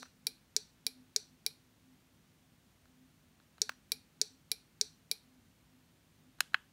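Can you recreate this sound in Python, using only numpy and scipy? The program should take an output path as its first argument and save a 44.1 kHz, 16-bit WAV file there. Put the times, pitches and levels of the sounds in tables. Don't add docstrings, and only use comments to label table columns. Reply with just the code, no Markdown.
import sys
import numpy as np
from scipy import signal
from scipy.fft import rfft, irfft, next_fast_len
from scipy.io import wavfile

SR = 44100
rng = np.random.default_rng(int(sys.argv[2]) if len(sys.argv) > 2 else 0)


def ratio_of_db(decibels):
    return 10 ** (np.asarray(decibels, float) / 20)


def transcribe(signal):
    frames = np.atleast_2d(signal).T
    limited = np.clip(frames, -1, 1)
    pcm = np.round(limited * 32767).astype(np.int16)
    wavfile.write(sys.argv[1], SR, pcm)


N = 296352
LENGTH = 16384
GRID = np.fft.rfftfreq(LENGTH, 1 / SR)
AGE = np.arange(LENGTH) / SR

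# [f/Hz, level/dB per Hz]
HISS_COLOUR = [(15, -47), (25, -16.5), (53, -6.5), (146, -8), (220, -9), (252, -6.5), (288, -12.5),
               (339, -13), (399, -18.5), (524, -20), (1010, -22.5), (1280, -23), (2980, -24.5),
               (15200, -33.5), (16500, -47.5)]
# [f/Hz, width/Hz, level/dB]
PORT_DIPS = [(5100, 590, -1), (7700, 200, -3), (10400, 330, -6)]
# [f/Hz, width/Hz, level/dB]
FAN_DRONES = [(102, 13, -82), (154.6, 20, -76.5), (203, 8.8, -83), (253.6, 6.7, -80.5)]
# [t/s, peak level/dB rms, half length/s]
HUM_SWELLS = [(0.013, -61, 0.046), (0.9, -67, 0.052), (1.005, -61.5, 0.036), (1.31, -71.5, 0.1),
              (1.908, -65.5, 0.054), (3.027, -67, 0.088), (3.713, -68, 0.069), (3.973, -71, 0.037),
              (4.343, -65.5, .04), (5.33, -67.5, .07), (5.759, -70, 0.048), (6.266, -72.5, .08)]
# [f/Hz, t60/s]
ROOM_DECAY = [(300, 0.16), (1500, .3), (4500, 0.28), (9000, 0.32), (16000, 0.12)]

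# [t/s, level/dB energy, touch to landing/ms, first touch/0-1]
PRESSES = [
    (6.405, 0.54, .9, 0.41),
]
# [t/s, level/dB energy, touch to landing/ms, first touch/0-1]
RELEASES = [
    (6.5433, 2.7, 0.91, 0.66),
]
# [t/s, level/dB energy, touch to landing/ms, first touch/0-1]
EASED_RELEASES = [
    (.0535, -37, 1.5, 0.85),
    (.0585, -38.5, 2, 0.98),
    (3.6928, -9.5, .9, 0.65),
    (3.717, -34.5, 2.1, 0.61),
]
# [t/s, level/dB energy, touch to landing/ms, first touch/0-1]
THUMB_TOUCHES = [
    (.0243, -31, 0.77, 0.89),
    (.0282, -21, 0.85, 0.51),
    (6.386, -39, 2.5, 0.68),
    (6.521, -43.5, 2.5, 0.96),
    (6.533, -34, 1.9, 0.61),
    (2.8553, -42, 0.63, 0.77),
    (3.3998, -41.5, .6, 0.76),
    (3.5808, -35.5, 0.65, 0.43),
    (3.585, -43, .8, 0.6),
]
# [f/Hz, width/Hz, level/dB]
CASE_FLEX = [(800, 410, -20)]
# [f/Hz, width/Hz, level/dB]
CASE_PRESSED = [(990, 980, -15), (1570, 530, 0), (2630, 460, -5), (3010, 200, -6), (3500, 320, -12),
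                (4100, 520, -4), (5190, 740, -8), (6760, 670, -9), (7610, 260, -17), (8850, 1170, -9),
                (11780, 1140, -15), (13100, 600, -21), (13930, 880, -19), (15320, 320, -20)]
# [f/Hz, width/Hz, level/dB]
CASE_RELEASED = [(1570, 520, 0), (2590, 350, -9), (3050, 490, -12), (4090, 330, -13), (4840, 460, -25),
                 (5680, 110, -38), (6650, 260, -33), (7730, 1270, -42), (9910, 660, -45), (12200, 440, -39),
                 (13390, 640, -43), (14580, 290, -46)]
# [f/Hz, width/Hz, level/dB]
CASE_LET_UP = [(1080, 1810, -11), (1530, 500, 0), (2550, 590, -10), (3610, 210, -16), (4310, 1810, -13),
               (6540, 420, -18), (7430, 430, -22), (8490, 220, -21), (10030, 1810, -27), (12900, 300, -42),
               (14070, 860, -27), (15440, 790, -21)]
# [f/Hz, width/Hz, level/dB]
CASE_THUMBED = [(698, 900, -9), (1400, 700, -3), (2600, 700, -15), (4030, 700, -10), (6500, 3000, -22.5),
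                (10800, 4200, -28.5)]
# [f/Hz, level/dB per Hz]
WALLS_PRESSED = [(290, -46), (500, -9), (1040, -13.5), (1520, -2.5), (2260, -10.5), (2890, -3), (4050, -8),
                 (4550, -9.5), (12000, -18), (15600, -27.5), (16500, -42.5)]
# [f/Hz, level/dB per Hz]
WALLS_RELEASED = [(290, -53), (500, -25.5), (680, -31), (822, -17.5), (1680, -5), (2260, -18), (2940, -9),
                  (3770, -20.5), (4050, -27), (14500, -40), (16500, -44)]

# [t/s, opening level/dB energy, shutting level/dB energy]
VALVE_RUNS = [
    (-.03275, .7, -2.8),
    (3.61745, 1.1, -2.8),
]
# [f/Hz, width/Hz, level/dB]
PIPEWORK = [(700, 400, -34.5)]
# [f/Hz, width/Hz, level/dB]
METAL_OPEN = [(1620, 560, -23), (1990, 90, -26), (2270, 120, -19), (2450, 200, -20), (2730, 120, -25),
              (4000, 660, -6), (4330, 140, -5), (4670, 280, -2), (5180, 110, -5), (5550, 420, 0),
              (5890, 230, -3), (6160, 230, -9), (6760, 690, -4), (7910, 120, -14), (8050, 170, -12),
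              (8260, 260, -14), (9120, 650, -15), (9660, 310, -17), (9970, 390, -19), (10820, 320, -20),
              (11170, 220, -22), (11640, 470, -24), (12370, 610, -21), (13430, 1150, -29),
              (13810, 300, -26), (14570, 630, -31), (15270, 940, -28)]
# [f/Hz, width/Hz, level/dB]
METAL_SHUT = [(1590, 320, -23), (2320, 420, -13), (2440, 110, -14), (3310, 520, -17), (3970, 360, -1),
              (4340, 150, -9), (4660, 220, 0), (5510, 590, -4), (7100, 530, -17), (7680, 130, -19),
              (7950, 400, -14), (8740, 410, -15), (9170, 360, -14), (9630, 610, -18), (10060, 280, -16),
              (10960, 480, -6), (11580, 220, -16), (12380, 920, -17), (12490, 80, -19), (13150, 260, -17),
              (13510, 180, -25), (13900, 260, -15), (14320, 240, -23), (14700, 330, -25), (15140, 120, -18),
              (15490, 830, -17)]
# [f/Hz, level/dB against the stroke, rise/s, t60/s]
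THUMP_OPEN = [
    (427, -42.5, 0.0013, .09),
    (790, -65, 0.0042, 0.032),
    (2300, -54, 0.0054, .06),
]
# [f/Hz, level/dB against the stroke, rise/s, t60/s]
THUMP_SHUT = [
    (438, -46, 0.0023, .09),
    (797, -59.5, 0.005, 0.052),
    (2375, -36.5, 0.0063, .06),
]
# [f/Hz, level/dB per Hz]
OPENING_TO_WALLS = [(290, -47.5), (500, -12.5), (623, -21.5), (799, -16.5), (1150, -31.5), (1450, -16.5),
                    (2130, -21.5), (2390, -12.5), (2940, -23.5), (4170, 0), (5270, -12), (5840, -3),
                    (6280, -12), (15100, -27), (16500, -41.5)]
# [f/Hz, level/dB per Hz]
SHUTTING_TO_WALLS = [(290, -46.5), (500, -16.5), (641, -20), (822, -8), (885, -32), (1520, -12.5),
                     (1790, -20), (2390, -4), (2610, -16.5), (3400, -13.5), (4110, 3), (6560, -18),
                     (11300, -9.5), (15600, -17.5), (16500, -39)]
# [f/Hz, width/Hz, level/dB]
LINGERING_OPEN = [(3710, 31, -8), (4100, 17, -4), (4092, 21, -3.5), (4480, 29, -0.5), (4660, 100, -10),
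                  (5400, 40, -3), (5850, 45, 0), (8000, 50, -17), (9050, 35, -17), (11100, 100, -20)]
# [f/Hz, width/Hz, level/dB]
LINGERING_SHUT = [(2439, 86, -7), (3740, 26, -1), (4110, 32, 1), (4320, 33, -4), (4730, 170, -10),
                  (5500, 38, -4), (5740, 110, -7), (9390, 39, -27.5), (10100, 48, -18), (11230, 140, -11.5),
                  (11600, 46, -8)]


def unit(x):
    return x / np.sqrt(np.mean(x ** 2) + 1e-20)


def along(points, hz):
    f, value = np.transpose(points)
    return np.interp(np.log(hz + 1), np.log(f + 1), value)


def resonances(modes, f):
    power = 0
    for centre, width, db in modes:
        damping = (f * width) ** 2
        peak = damping / ((centre * centre - f * f) ** 2 + damping)
        power = power + ratio_of_db(2 * db) * peak ** 2
    return np.sqrt(power)


def noise(gain):
    m = next_fast_len(N + 8192)
    white = rfft(rng.standard_normal(m))
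    return unit(irfft(white * gain(np.fft.rfftfreq(m, 1 / SR)), m)[:N])


def background():
    def hiss_gain(f):
        dips = sum(db * np.exp(-((f - hz) / width) ** 2) for hz, width, db in PORT_DIPS)
        level = along(HISS_COLOUR, np.minimum(f, 15000)) + dips
        return (f < 15770) * ratio_of_db(level)

    hiss = ratio_of_db(-68.5) * noise(hiss_gain)
    drones = 0
    for hz, width, db in FAN_DRONES:
        drones = drones + ratio_of_db(db) * noise(lambda f: resonances([(hz, width, 0)], f))
    t = np.arange(N) / SR
    waver = noise(lambda f: f < 5)
    hum = np.sqrt(2) * np.sin(2 * np.pi * 256 * t + 0.8 * waver)
    swell = sum(ratio_of_db(db) * np.exp(-((t - s) / half) ** 2) for s, db, half in HUM_SWELLS)
    return hiss + drones + swell * hum


def answer(colour, rise, linger=()):
    hz, t, cells = signal.stft(rng.standard_normal(LENGTH), SR, nperseg=256)
    fade = ratio_of_db(-60 * t / along(ROOM_DECAY, hz)[:, None])
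    decay = signal.istft(cells * fade, SR, nperseg=256)[1][:LENGTH]
    gain = np.hypot(ratio_of_db(along(colour, GRID) - 7.0), resonances(linger, GRID))
    build_up = np.clip(AGE / rise, 0, 1) ** 2
    tail = irfft(rfft(decay) * gain) * build_up * (AGE < 0.3)
    return tail / np.linalg.norm(tail)


def nearby(db, t60):
    scatter = rng.standard_normal(LENGTH) * ratio_of_db(-60 * AGE / t60) * np.clip(AGE / 0.00069, 0, 1)
    return 1 + ratio_of_db(db) * rfft(scatter / np.linalg.norm(scatter))


def causal(gain):
    cepstrum = irfft(np.log(gain + 1e-6))
    cepstrum[1:LENGTH // 2] *= 2
    cepstrum[LENGTH // 2 + 1:] = 0
    return np.exp(rfft(cepstrum))


def contact(gap_ms, touch):
    late = np.exp(-2j * np.pi * GRID * gap_ms / 1000)
    touch = np.clip(touch, 0, 0.9)
    return (late - touch) / (1 - touch * late)


def sluggish(lag_ms, hz):
    return np.exp(-2j * np.pi * lag_ms / 1000 * hz * np.arctan(GRID / hz))


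def add(track, s, db, response, tail):
    click = irfft(response) * (AGE < 0.2)
    sound = click / np.linalg.norm(click) + tail
    track[round((s + 1) * SR):][:LENGTH] += ratio_of_db(db) * sound


def buttons():
    track = np.zeros(N + 2 * SR)
    kinds = [(PRESSES, CASE_PRESSED, WALLS_PRESSED, -27),
             (RELEASES, CASE_RELEASED, WALLS_RELEASED, -28),
             (EASED_RELEASES, CASE_LET_UP, WALLS_RELEASED, -25),
             (THUMB_TOUCHES, CASE_THUMBED, WALLS_RELEASED, -18)]
    for events, case, walls, room_db in kinds:
        for s, db, gap_ms, touch in events:
            blow = contact(gap_ms, touch) * contact(0.43 * gap_ms, 0.626)
            blow = blow * sluggish(1.4, 1500) * nearby(db=-19, t60=0.04)
            ring = causal(resonances(CASE_FLEX + case, GRID))
            room = ratio_of_db(room_db) * answer(walls, rise=0.0099)
            add(track, s, db, blow * ring, room)
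    return track[SR:][:N]


def timer():
    cycle_s, held_s = 0.59743, 0.3015
    opening, shutting = [], []
    for s, open_db, shut_db in VALVE_RUNS:
        for k in range(3):
            opening.append((s + k * cycle_s, open_db))
            shutting.append((s + k * cycle_s + held_s, shut_db))
    return opening, shutting


def strokes(events, body, mount, walls, linger, blow, room_db):
    track = np.zeros(N + 2 * SR)
    thump = 0
    for hz, db, rise, t60 in mount:
        swell = 1 - np.exp(-(AGE / rise) ** 2)
        thump = thump + ratio_of_db(db - 60 * AGE / t60) * swell * np.sin(2 * np.pi * hz * AGE)
    room = answer(walls, 0.0089, linger)
    for s, db in events:
        modes = [(hz, width, level + rng.normal(0, 1.0)) for hz, width, level in body]
        tail = ratio_of_db(room_db) * (0.85 * room + 0.5 * answer(walls, 0.012, linger))
        add(track, s, db, blow * causal(resonances(modes, GRID)), tail + thump)
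    return track[SR:][:N]


def valve():
    chatter_ms = 0.43 / (1 + (8500 / (GRID + 1)) ** 12)
    slam = contact(0.081, 0.21) * contact(chatter_ms, 0.68)
    slam = slam * sluggish(0.6, 2100) * nearby(db=-13.5, t60=0.04)
    settle = contact(0.41, 0.61) * contact(0.1, 0.85)
    settle = settle * sluggish(0.67, 1800) * nearby(db=-12, t60=0.063)
    opening, shutting = timer()
    opens = strokes(opening, PIPEWORK + METAL_OPEN, THUMP_OPEN, OPENING_TO_WALLS, LINGERING_OPEN,
                    slam, room_db=-19.5)
    shuts = strokes(shutting, PIPEWORK + METAL_SHUT, THUMP_SHUT, SHUTTING_TO_WALLS, LINGERING_SHUT,
                    settle, room_db=-20.0)
    return opens + shuts


def scene():
    return (valve() + buttons() + background())[None]


def band_limit(x):
    return signal.sosfilt(signal.butter(12, 17090, fs=SR, output="sos"), x)


def record(dry):
    heard = signal.sosfilt(signal.butter(2, 42, "high", fs=SR, output="sos"), dry)
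    heard = signal.sosfiltfilt(signal.butter(12, 16360, fs=SR, output="sos"), heard)
    return band_limit(heard)


dry = scene()
out = record(dry)
transcribe(out)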